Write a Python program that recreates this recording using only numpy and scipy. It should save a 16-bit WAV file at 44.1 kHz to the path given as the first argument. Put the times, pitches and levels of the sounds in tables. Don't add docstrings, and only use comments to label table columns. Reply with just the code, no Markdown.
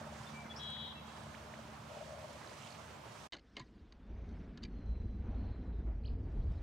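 import sys
import numpy as np
from scipy import signal
from scipy.io import wavfile
from scipy.ndimage import uniform_filter1d

SR = 44100
rng = np.random.default_rng(int(sys.argv[2]) if len(sys.argv) > 2 else 0)


def dump(signal):
    limited = np.clip(np.atleast_2d(signal).T, -1, 1)
    pcm = np.round(limited * 32767).astype(np.int16)
    wavfile.write(sys.argv[1], SR, pcm)


def attenuation_scalar(level_db):
    decades = np.asarray(level_db, float) / 20
    return 10 ** decades


N = 291942


def evened(x):
    return x / np.sqrt(np.mean(x ** 2) + 1e-20)


def steadied(x, seconds):
    return evened(x / np.sqrt(uniform_filter1d(x ** 2, size=round(seconds * SR)) + .05))


def read(points, hz):
    f, value = np.transpose(points)
    return np.interp(np.log(hz + 1), np.log(f + 1), value)


def curves(rows):
    s, *columns = np.transpose(rows)
    return [np.interp(np.arange(N) / SR, s, c) for c in columns]


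def swells(rows, rise, floor_db=-120):
    t = np.arange(0, N + 64, 64) / SR
    start, length, db = np.transpose(rows)[..., None]
    u = np.clip((t - start) / length, 0, 1)
    shape = np.sin(np.pi / 2 * np.minimum(u / rise, (1 - u) / (1 - rise)))
    power = ((attenuation_scalar(db) * shape) ** 2).sum(axis=0) + attenuation_scalar(2 * floor_db)
    return np.interp(np.arange(N) / SR, t, 10 * np.log10(power))


def add(mix, s, sound):
    part = mix[..., round(s * SR):][..., :sound.shape[-1]]
    part += sound[..., :part.shape[-1]]


def panned(x, lean_db):
    return x * attenuation_scalar(np.array([[.5], [-.5]]) * lean_db)


def wander(length, hz):
    b, a = signal.butter(2, hz / (SR / 2))
    return evened(signal.lfilter(b, a, rng.standard_normal(length + 4000))[4000:])


def resonate(x, hz, width):
    return signal.lfilter(*signal.iirpeak(hz, hz / width, SR), x)


def noise(tone, patchy_db, flicker_db, size=1024, same=None, lean=((1, 0),)):
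    frames, hz = 4 * N // size + 5, np.fft.rfftfreq(size, 1 / SR)
    a, b, patches = rng.standard_normal((frames, len(hz), 3)).T
    patches = evened(uniform_filter1d(uniform_filter1d(patches, size=9, axis=0), size=8, axis=1))
    flicker = evened(uniform_filter1d(rng.standard_normal(frames), size=3))
    z = (a + 1j * b)[None]
    if same:
        c, d = rng.standard_normal((frames, len(hz), 2)).T
        like = np.clip(read(same, hz), -1, 1)[:, None]
        z = np.array([z[0], like * z[0] + np.sqrt(1 - like ** 2) * (c + 1j * d)])
        z = z * attenuation_scalar(np.array([[.5], [-.5]]) * read(lean, hz))[..., None]
    z = z * attenuation_scalar(read(tone, hz)[:, None] + patchy_db * patches + flicker_db * flicker)
    return evened(signal.istft(z, nperseg=size, noverlap=size * 3 // 4)[1][:, :N])


def note(start, end, hz0, hz1, db, rough):
    length = round((end - start) * SR)
    hz = np.linspace(hz0, hz1, length) + 150 * rough * wander(length, 120)
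    level = attenuation_scalar(db + 1.5 * wander(length, 12) + 6 * min(rough, .8) * wander(length, 60))
    level = level * signal.windows.tukey(length, min(1, .045 * SR / length))
    return start, np.sqrt(2) * level * np.sin(2 * np.pi * np.cumsum(hz) / SR)


def breath(start, end, hz, width, db):
    air_noise = rng.standard_normal(round((end - start) * SR))
    air_noise = resonate(resonate(air_noise, hz, width), hz, width)
    return start, attenuation_scalar(db) * evened(air_noise) * signal.windows.tukey(len(air_noise), .5)


def echoes(x, t60, wet_db):
    t = np.arange(round(.6 * SR)) / SR
    sparse = rng.standard_normal((2, len(t))) * (rng.random((2, len(t))) < .03)
    taps = sparse * attenuation_scalar(-60 * t / t60) * (t > .015)
    return attenuation_scalar(wet_db) * signal.fftconvolve(x[None], taps / np.linalg.norm(taps[0]), axes=1)[:, :N]


def air():
    # f/Hz, level/dB per Hz
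    air_tone = [(24, -50), (40, -4), (76, -2.5), (129, 0), (223, -8.5), (325, -10), (484, -9.5), (590, -7),
                (796, -10.5), (972, -7), (1680, -16.5), (1910, -16.5), (3220, -20), (7890, -34),
                (15500, -43)]
    # f/Hz, likeness/1
    coherence = [(60, .99), (150, .94), (380, .55), (950, .3), (2400, .35), (6000, .3), (10500, .4),
                 (12500, .62)]
    # f/Hz, left minus right/dB
    balance = [(150, -0.5), (380, -0.5), (700, -3.5), (1290, -7.5), (2380, -0.5), (4400, -1.5),
               (8120, -5.5), (15000, 8.5)]
    return attenuation_scalar(-53.5) * noise(air_tone, 1.0, 0.41, size=2048, same=coherence, lean=balance)


def grass():
    # f/Hz, level/dB per Hz
    blade_tone = [(300, -94), (1200, -19), (2200, 3), (4000, -1), (6500, -1.5), (9000, -7.5), (12000, -21),
                  (20000, -32)]
    stem_tone = [(100, -98), (500, -9), (800, 9), (1100, 3), (1700, 1.5), (2600, -28), (8000, -83)]
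    # t/s, peak level/dB, f/Hz, left minus right/dB
    snaps = [(.515, -48, 1800, -8), (.635, -58, 7200, -20), (.765, -48, 2000, -8), (.702, -56, 8300, -20),
             (1.07, -58, 6800, -18), (1.235, -57, 8500, -8), (1.985, -48, 3200, -8), (2.09, -52, 7000, -8),
             (2.33, -56, 7500, -18), (2.40, -46, 1700, -4), (2.412, -45, 1550, -6), (2.428, -46, 1750, -6),
             (2.444, -45, 1550, -6), (2.461, -49, 5200, -10), (2.473, -49, 4400, -8),
             (2.491, -46, 1700, -6), (2.495, -50, 4900, -10), (2.533, -47, 1800, -6),
             (2.615, -48, 3100, -8), (2.623, -50, 6400, -8), (2.633, -48, 2800, -8), (2.648, -47, 3300, -8),
             (2.66, -47, 3030, -6), (2.672, -44, 3000, -8), (2.676, -48, 4600, -8), (2.704, -45, 4400, -8),
             (2.723, -47, 4400, -8), (2.746, -47, 2800, -8)]
    # start t/s, length/s, swish level/dB
    strides = [
        (-.1, 0.37, -62),
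        (.1, 0.48, -59.5),
        (.48, 0.31, -65),
        (1.02, 0.73, -62),
        (1.45, 0.97, -66),
        (1.82, 0.74, -62.5),
        (2.15, 1, -62),
        (2.45, 0.73, -61),
        (3.0, 1, -60.5),
    ]
    swish_db = swells(strides, rise=0.18, floor_db=-80)
    stems_db = -56.5 - 2.5 * np.arange(N) / SR + 0.27 * (swish_db - swish_db[:3 * SR].mean())
    grains_per_s = 1500
    grains = attenuation_scalar(3.0 * np.minimum(rng.exponential(1, N), 5)) * (rng.random(N) < grains_per_s / SR)
    grains = signal.lfilter([1], [1, -.97], grains)
    blades = noise(blade_tone, 1.47, 0.55, size=256, same=[(1, 0.63)])
    blades = blades * evened(1 + 0.1 * evened(grains))
    stems = noise(stem_tone, 3.36, 0.6, size=512, same=[(1, 0.67)])
    out = panned(blades * attenuation_scalar(swish_db - 2.5), -9.0) + panned(stems * attenuation_scalar(stems_db), -4.5)
    t = np.arange(800) / SR
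    for s, db, hz, lean_db in snaps:
        burst = rng.standard_normal(800) * attenuation_scalar(2 - 60 * t / .028)
        snap = resonate(resonate(burst, hz, .3 * hz), hz, .3 * hz)
        add(out, s, panned(attenuation_scalar(db) * np.sqrt(9000 / hz) * snap, lean_db))
    return out


def engine():
    # multiple of firing rate/1, level/dB
    orders = [(1, -1), (1.5, -10), (2, 0), (3, 3.5), (4, -15)]
    cylinders_db = [1.5, -6.5, -9, -7]
    # start t/s, length/s, exhaust level/dB
    revs = [
        (-.05, 0.31, -50.5),
        (.35, 0.62, -55.5),
        (1.03, 1, -56),
        (1.4, 0.29, -51),
        (1.885, 0.67, -53),
        (2.35, 1, -55.5),
        (3.2, 0.61, -54),
    ]
    # t/s, peak level/dB, pipe f/Hz
    firings = [(1.902, -49, 575), (1.916, -45.5, 617), (1.93, -48, 610), (1.945, -49, 610),
               (1.957, -48, 645), (1.97, -43.5, 605), (1.997, -49, 600), (2.011, -39, 618),
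               (2.026, -41.5, 640), (2.04, -53, 614), (2.059, -47, 545), (2.077, -44, 640),
               (2.093, -44.5, 615), (2.107, -47, 630), (2.121, -45, 614), (2.134, -38.5, 602),
               (2.148, -45, 677), (2.162, -51, 570), (2.175, -48, 624), (2.188, -44.5, 622),
               (2.202, -49, 616), (2.215, -51, 600), (2.228, -47, 600), (2.243, -43.5, 614),
               (2.253, -45, 630), (2.272, -48, 590), (2.284, -52, 620), (2.296, -50, 635),
               (2.306, -47, 610), (2.323, -53, 580), (2.351, -50, 620)]
    firing_hz, strong_firing_s, exhaust_order, firing_s = 73.6, 2.129, 8.25, 0.018
    t, bark_db = np.arange(N) / SR, swells(revs, rise=0.2, floor_db=-85)
    drone_db = -55 - 2.5 * t - 4.5 * np.clip((t - 1.86) / 0.037, 0, 1)
    turns = np.cumsum(firing_hz * (1 + .005 * wander(N, 4))) / SR
    turns -= turns[round(strong_firing_s * SR)]
    drone = sum(attenuation_scalar(db + 3.35 * wander(N, 33.0)) * np.cos(2 * np.pi * k * turns) for k, db in orders)

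    fired = np.flatnonzero(np.diff(np.floor(turns)))
    number = np.round(turns[fired]).astype(int)
    pulses = np.zeros(N)
    pulses[fired] = attenuation_scalar(np.take(cylinders_db, number % 4) + 1.8 * rng.standard_normal(len(fired)))
    throb = signal.oaconvolve(pulses, np.hanning(720))[:N]
    tone = evened(throb * np.cos(2 * np.pi * exhaust_order * turns))
    pipe_noise = resonate(resonate(rng.standard_normal(N), 640, 150), 640, 150)
    bark = (tone + .5 * evened(throb * pipe_noise)) * attenuation_scalar(bark_db - 10.0)
    u = np.arange(round(firing_s * SR)) / SR
    puff = np.sin(np.pi * (u / firing_s) ** 0.6) ** 2
    for s, db, hz in firings:
        add(bark, s - .003, attenuation_scalar(db - 3.0) * puff * np.sin(2 * np.pi * hz * u))
    return drone * attenuation_scalar(drone_db - 3.5) + panned(bark, 6.5)


def trill():
    # t/s, pitch shift/Hz, effort level/dB, second voice/0-1, break-up/0-1
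    course = [(.58, 14, -25, 0, 0), (.6, 0, -3, 0, 0), (.66, -6, 0, 0, 0), (.715, -12, 0, 0, 0),
              (.74, -2, 0, 1, 0), (.775, 8, -1, 1, 0), (.82, 0, -.5, 1, 0), (.865, -32, -.5, 1, .1),
              (.88, -36, 1, 1.5, 1), (.922, -34, -1, 1.5, 1), (.945, -30, -20, 1.5, 1)]
    # f/Hz, level/dB, roughness/0-1, second voice's gain/dB,
    # left minus right/dB, right channel lag/rad
    flutter_lines = [(3044, -64.5, .1, 2.5, 11, 1.7), (3180, -67, .18, -1, 4, 0),
                     (3325, -51, .045, -1.5, 3, .2), (3480, -74, .9, 0, 3, 0),
                     (3630, -65.5, .11, 4.5, 8, .5), (3920, -57, .045, 0, 12, 1.5),
                     (4205, -78, .3, 0, 10, 0)]
    breaks_per_s = 64
    shift_hz, effort_db, second, broken = np.array(curves(course))[:, :SR]
    t, out = np.arange(SR) / SR, np.zeros((2, N))
    sounding = (t > course[0][0]) * (t < course[-1][0])
    for k, (hz, db, rough, second_db, lean_db, lag) in enumerate(flutter_lines):
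        shaken_hz = hz + shift_hz + 150 * (rough + .25 * broken) * wander(SR, 120)
        chop_phase = 2 * np.pi * breaks_per_s * t + 2.2 * k + 1.2 * wander(SR, 30)
        chop = 1 - .47 * broken * (1 + np.cos(chop_phase))
        shake_db = (.7 + 7 * min(rough, .5)) * wander(SR, 50)
        level = attenuation_scalar(db + effort_db + second_db * second + shake_db) * chop
        line = np.sin(2 * np.pi * np.cumsum(shaken_hz) / SR - np.array([[0], [lag]]))
        add(out, 0, panned(sounding * np.sqrt(2) * level * line, lean_db))
    return out


def marsh_bird():
    # start t/s, length/s, f/Hz, level/dB, roughness/0-1
    notes_sung = [(.26, .028, 3520, -62, .4), (.325, .115, 2320, -58.5, .1), (.436, .022, 2260, -66, .7),
                  (.443, .04, 2100, -60, .3), (.452, .032, 5950, -72, .2), (.491, .047, 3382, -53, .15),
                  (.528, .03, 3380, -69, .4), (.53, .025, 2650, -66, .4), (.556, .04, 5378, -59, .1),
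                  (.558, .052, 5682, -63.5, .1), (.84, .06, 4200, -72, .3), (.945, .062, 2678, -62.5, .1),
                  (1.075, .04, 2680, -68, .2)]
    # start t/s, end t/s, f/Hz, width/Hz, level/dB
    buzz = [
        (.557, .586, 5150, 650, -58),
        (.58, .612, 5300, 900, -64),
    ]
    song, lines = np.zeros(N), trill()
    for start, length, hz, db, rough in notes_sung:
        add(song, *note(start, start + length, hz, hz, db, rough))
    for row in buzz:
        add(song, *breath(*row))
    return attenuation_scalar(1.5) * (panned(song, 6) + lines + echoes(1.2 * song + .75 * lines[0], 1.6, -11.5))


def drips():
    # start t/s, length/s, start f/Hz, end f/Hz, peak level/dB
    bubbles = [
        (1.341, .015, 1300, 4700, -51),
        (1.536, .009, 1550, 3100, -48.5),
    ]
    out = np.zeros(N)
    for s, length, hz0, hz1, db in bubbles:
        u = np.linspace(0, 1, round(length * SR))
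        hz = hz0 * (hz1 / hz0) ** u ** 1.3
        add(out, s, attenuation_scalar(db) * np.sin(np.pi * u ** .7) * np.sin(2 * np.pi * np.cumsum(hz) / SR))
    return panned(out, -5.0)


def rod():
    # t/s, peak level/dB, loudest ring f/Hz, t60/s
    clicks = [(3.322, -40, 4600, 0.018), (3.3229, -39.5, 3720, 0.027), (3.324, -42, 3000, 0.045),
              (3.328, -46, 1993, 0.087), (3.3323, -39.5, 2860, 0.03), (3.3326, -41, 4110, 0.025),
              (3.337, -55, 3030, 0.018), (3.3375, -44, 4270, 0.031), (3.341, -44, 3000, 0.04),
              (3.347, -53, 6300, .02), (3.35, -49, 1450, 0.057), (3.365, -48, 4200, .025),
              (3.369, -53, 4430, 0.047), (3.384, -56, 2100, 0.035), (3.393, -55, 4400, .02),
              (3.397, -62, 4380, .02), (3.554, -64, 3100, .015), (3.557, -63, 2220, 0.11),
              (3.566, -52, 5000, 0.01), (3.5665, -39.5, 3940, 0.017), (3.5668, -36.5, 3000, 0.011),
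              (3.5675, -42.5, 2117, 0.12), (3.574, -59, 1800, 0.026), (3.577, -52, 1880, 0.1),
              (3.582, -54, 4500, 0.025), (3.590, -54, 4400, 0.033), (3.5953, -42, 4300, 0.018),
              (3.596, -49, 7200, .025), (3.6, -54, 4080, 0.02), (3.599, -46, 1018, 0.11),
              (3.612, -59, 4460, 0.016), (3.613, -50, 2170, .03), (3.62, -57, 1930, 0.11),
              (3.923, -47, 4600, 0.016), (4.29, -65, 5870, 0.025), (4.5746, -49, 4600, 0.018),
              (4.574, -51, 3140, 0.018), (4.576, -53, 1700, 0.058), (4.623, -59, 4440, 0.07),
              (4.631, -47, 4500, 0.025), (4.6358, -38.5, 4760, 0.029), (4.639, -46, 3000, 0.024),
              (4.648, -52, 4600, 0.067), (4.65, -50.5, 2360, 0.078), (5.345, -66, 3800, 0.031)]
    # f/Hz, width/Hz, level/dB
    modes = [(331, 33, 0.5), (1045, 140, -4), (1700, 60, -9), (2100, 420, -2.5), (3000, 410, -1),
             (3800, 570, 0), (4600, 110, -12.5), (5600, 190, -7), (6400, 250, -2.5), (6850, 170, -16.5)]
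    # t/s, peak level/dB, f/Hz, t60/s
    booms = [
        (3.605, -47, 129, 0.16),
        (4.647, -43.5, 190, 0.073),
    ]
    out, ticks, t = np.zeros(N), np.zeros(N), np.arange(3000) / SR
    rise = 1 - np.exp(-t / 0.00041)
    for s, db, struck_hz, t60 in clicks:
        luck, burst = rng.standard_normal(len(modes)), rng.standard_normal(3001)
        bright_db = -2.5 - 200 * t60
        thud_db = -2.5 - 2.5 * np.log2(struck_hz / 3000)
        rattle = burst[1:] * attenuation_scalar(-60 * t / (0.38 * t60 + 0.0057)) * rise
        ring = np.zeros(3000)
        for (hz, width, mode_db), chance in zip(modes, luck):
            tilt_db = bright_db if hz > 5000 else thud_db if hz < 1300 else 0
            gain = attenuation_scalar(mode_db + 2.1 * chance + tilt_db) * np.sqrt(400 / width)
            ring += gain * resonate(resonate(rattle, hz, width), hz, 2 * width)
        uneven = uniform_filter1d(burst[:0:-1], size=40)
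        struck = np.sin(2 * np.pi * struck_hz * t + 2.5 * uneven)
        struck = rise * attenuation_scalar(-60 * t / (.75 * t60)) * struck
        add(out, s, attenuation_scalar(db) * (3.28 * ring + 0.82 * struck))
        add(ticks, s, attenuation_scalar(db) * attenuation_scalar(-28 - 60 * t / .006) * np.diff(burst))
    for s, db, hz, t60 in booms:
        add(out, s, attenuation_scalar(db - 60 * t / t60) * np.sin(2 * np.pi * hz * t))
    out = signal.sosfilt(signal.butter(6, 8500, fs=SR, output="sos"), out)
    return out + signal.sosfilt(signal.butter(6, 10000, fs=SR, output="sos"), ticks)


def wind():
    # f/Hz, level/dB per Hz
    buffet_tone = [(8, -55), (24, -19), (42, -15), (52, 0), (60, -16), (85, -13), (115, -21), (600, -110)]
    body_tone = [(30, -69), (70, -23.5), (120, -7), (160, -3.5), (220, 1.5), (300, -7), (450, -12.5),
                 (1500, -100)]
    roar_tone = [(80, -79.5), (250, -4), (400, 0), (700, -1.5), (1200, -13), (2500, -21.5), (7000, -92.5)]
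    # t/s, strength level/dB, extra turbulence/dB
    gust = [(3.33, -65, -1), (3.5, -66.5, -0.5), (3.72, -62, 2), (4.02, -58.5, -1.5), (4.12, -45, -3),
            (4.41, -48.5, 3.5), (4.52, -55.5, 4.5), (4.72, -49, 3), (4.9, -38.5, 0.5), (5.1, -42, 1.5),
            (5.3, -41.5, 2.5), (5.5, -38.5, -2.5), (5.6, -44.5, 5.5), (5.8, -39.5, 0), (6.0, -37.5, -5),
            (6.25, -42.5, 3), (6.47, -35, -1.5), (6.62, -45, -5)]
    # start t/s, length/s, roar level/dB
    flurries = [
        (4.03, 0.75, -66),
        (4.7, 0.2, -72),
        (5.2, 0.49, -59.5),
        (5.6, 0.27, -64.5),
        (5.86, .1, -58),
        (6.05, 0.22, -66.5),
        (6.24, 0.26, -62),
        (6.46, 0.63, -63.5),
    ]
    # start t/s, length/s, level/dB
    jolts = [
        (3.322, 0.068, -58.5),
        (3.566, 0.05, -56),
        (6.368, 0.022, -65),
    ]
    # start t/s, length/s, level/dB
    thumps = [
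        (6.362, .04, -56),
    ]
    # t/s, level/dB, half width/s
    pushes = [
        (4.65, -44, .003),
        (6.377, -30, .0036),
        (6.5115, -34, .002),
    ]
    gust_db, turbulence_db = curves(gust)
    change_db = gust_db + 45
    flurry, jolt = attenuation_scalar(swells(flurries, 0.17)), attenuation_scalar(swells(jolts, 0.059))
    eddies_db = 1.3 * wander(N, 25)
    buffet = steadied(noise(buffet_tone, .8, .5, size=4096)[0], .17) * attenuation_scalar(gust_db + eddies_db)

    body_level = attenuation_scalar(-55.5 + 0.48 * change_db + turbulence_db)
    body_level += .5 * attenuation_scalar(-0.5) * flurry + attenuation_scalar(-15.5) * jolt + attenuation_scalar(swells(thumps, 0.2))
    body = noise(body_tone, 1.4, 1.1, size=2048)[0] * body_level * attenuation_scalar(0.11 * eddies_db)
    roar_level = np.sqrt(attenuation_scalar(-68 + 0.36 * change_db) ** 2 + flurry ** 2 + jolt ** 2)
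    roar = noise(roar_tone, 0.86, 0.21, size=512)[0] * roar_level

    t, dents = np.arange(N) / SR, np.zeros(N)
    for s, db, width in pushes:
        u = (t - s) / width
        dents += attenuation_scalar(db) * (u ** 2 - 1) * np.exp(-u ** 2 / 2)
    return dents + buffet + body + roar


def reeds():
    # f/Hz, level/dB per Hz
    rustle_tone = [(400, -46), (900, -4.5), (1500, -1.5), (2300, -7.5), (3300, -11), (5000, -24),
                   (9000, -81)]
    hiss_tone = [(1500, -47.5), (3000, -3.5), (4200, -2.5), (5200, -5), (6100, -7.5), (7000, -14),
                 (9000, -19.5), (11000, -32.5), (16000, -33.5)]
    # t/s, level/dB
    breeze = [
        (3.33, -59.5),
        (3.4, -78),
        (3.92, -76),
        (4.35, -71),
        (5.17, -74.5),
        (5.4, -70.5),
        (5.63, -72.5),
        (6.03, -79),
        (6.62, -72.5),
    ]
    # start t/s, length/s, level/dB
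    shivers = [
        (3.33, 0.63, -83.5),
        (4.2, 0.35, -82.5),
        (6.05, 2.3, -77.5),
    ]
    breeze_db, = curves(breeze)
    steady_hiss = attenuation_scalar(-84 + 0.32 * (breeze_db - breeze_db.mean()))
    hiss_level = np.hypot(steady_hiss, attenuation_scalar(swells(shivers, 0.39)))
    rustle = attenuation_scalar(breeze_db) * noise(rustle_tone, 1.8, 1.0, size=512)[0]
    return rustle + hiss_level * noise(hiss_tone, 2.9, 0.84, size=512)[0]


def sigh(start, length, db, rough):
    catches = [4.853, 5.068, 5.335, 5.475, 5.592, 5.645, 5.718]
    t = np.arange(round(length * SR)) / SR
    hz = 4028 + 330 * np.exp(-t / .115) + 150 * rough * wander(len(t), 120)
    shape = np.minimum(.3 + .7 * t / (.36 * length), 1.2 - (t / length) ** 1.1)
    shape *= signal.windows.tukey(len(t), .06)
    shape *= 1 - .85 * sum(np.exp(-((start + t - s) / .013) ** 2) for s in catches)
    level = np.sqrt(2) * attenuation_scalar(db + 1.2 * wander(len(t), 25)) * shape
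    return start, level * np.sin(2 * np.pi * np.cumsum(hz) / SR)


def far_birds():
    # start t/s, length/s, start f/Hz, end f/Hz, level/dB
    clear = [
        (3.77, .05, 2800, 2800, -86),
        (3.85, .07, 3400, 3400, -86),
        (4.0, .14, 3550, 3540, -90),
        (5.69, .05, 3950, 3750, -88),
        (5.71, .12, 3790, 3570, -87),
        (6.2, .42, 4600, 4620, -93),
        (6.3, .32, 3950, 3900, -91),
    ]
    hazy = [
        (5.33, .06, 3850, 3720, -87),
        (4.08, .17, 5900, 6000, -93),
        (4.68, .82, 6050, 5950, -96),
        (4.1, .3, 2200, 2150, -85),
    ]
    # start t/s, length/s, level/dB, roughness/0-1
    sighs = [
        (4.68, .6, -78, .14),
        (5.285, .62, -79, .24),
    ]
    # start t/s, end t/s, f/Hz, width/Hz, level/dB
    haze = (5.33, 5.58, 4200, 450, -80.5)
    # t/s, f/Hz, level/dB
    arch = [
        (6.04, 2200, -72),
        (6.047, 2650, -64),
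        (6.054, 3150, -55),
        (6.057, 3900, -63),
        (6.0615, 4450, -55),
        (6.066, 4720, -67),
        (6.072, 4950, -64),
        (6.078, 4500, -60),
        (6.082, 3200, -60),
        (6.088, 2350, -69),
    ]
    overtone = [
        (6.032, 3700, -80),
        (6.04, 4450, -70),
        (6.052, 5750, -84),
    ]
    out, chirp, t = np.zeros(N), np.zeros(N), np.arange(N) / SR
    for rows, rough in ((clear, .2), (hazy, 1.1)):
        for start, length, hz0, hz1, db in rows:
            add(out, *note(start, start + length, hz0, hz1, db, rough))
    for row in sighs:
        add(out, *sigh(*row))
    add(out, *breath(*haze))
    for rows in (arch, overtone):
        hz, db = curves(rows)
        hz = hz + 100 * wander(N, 300)
        sounding = (t > rows[0][0]) * (t < rows[-1][0])
        chirp += attenuation_scalar(db + 2.6 * wander(N, 200)) * np.sin(2 * np.pi * np.cumsum(hz) / SR) * sounding
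    chirp += attenuation_scalar(-16) * resonate(np.roll(chirp, round(.048 * SR)), 4300, 2500)
    return out + echoes(out, .4, -9)[0] + chirp + echoes(chirp, .25, -7.5)[0]


def scene():
    cut_s, resume_s = 3.277, 3.3215
    t = np.arange(N) / SR
    wide = air() + grass() + engine() + marsh_bird() + drips()
    wide = signal.sosfilt(signal.butter(10, 63, "high", fs=SR, output="sos"), wide)
    close = wind() + reeds() + far_birds()
    fade_out = np.clip((cut_s - t) / .009, 0, 1) + attenuation_scalar(-28) * (t < cut_s + .009)
    fade_in = np.clip((t - resume_s) / 0.0048, 0, 1) + attenuation_scalar(-37.5) * (t > resume_s - .013)
    return wide * fade_out + close * fade_in + rod()


def top_cut(x):
    return signal.sosfilt(signal.butter(12, 15650, fs=SR, output="sos"), x)


def record(dry):
    return top_cut(dry)


dry = scene()
out = record(dry)
dump(out)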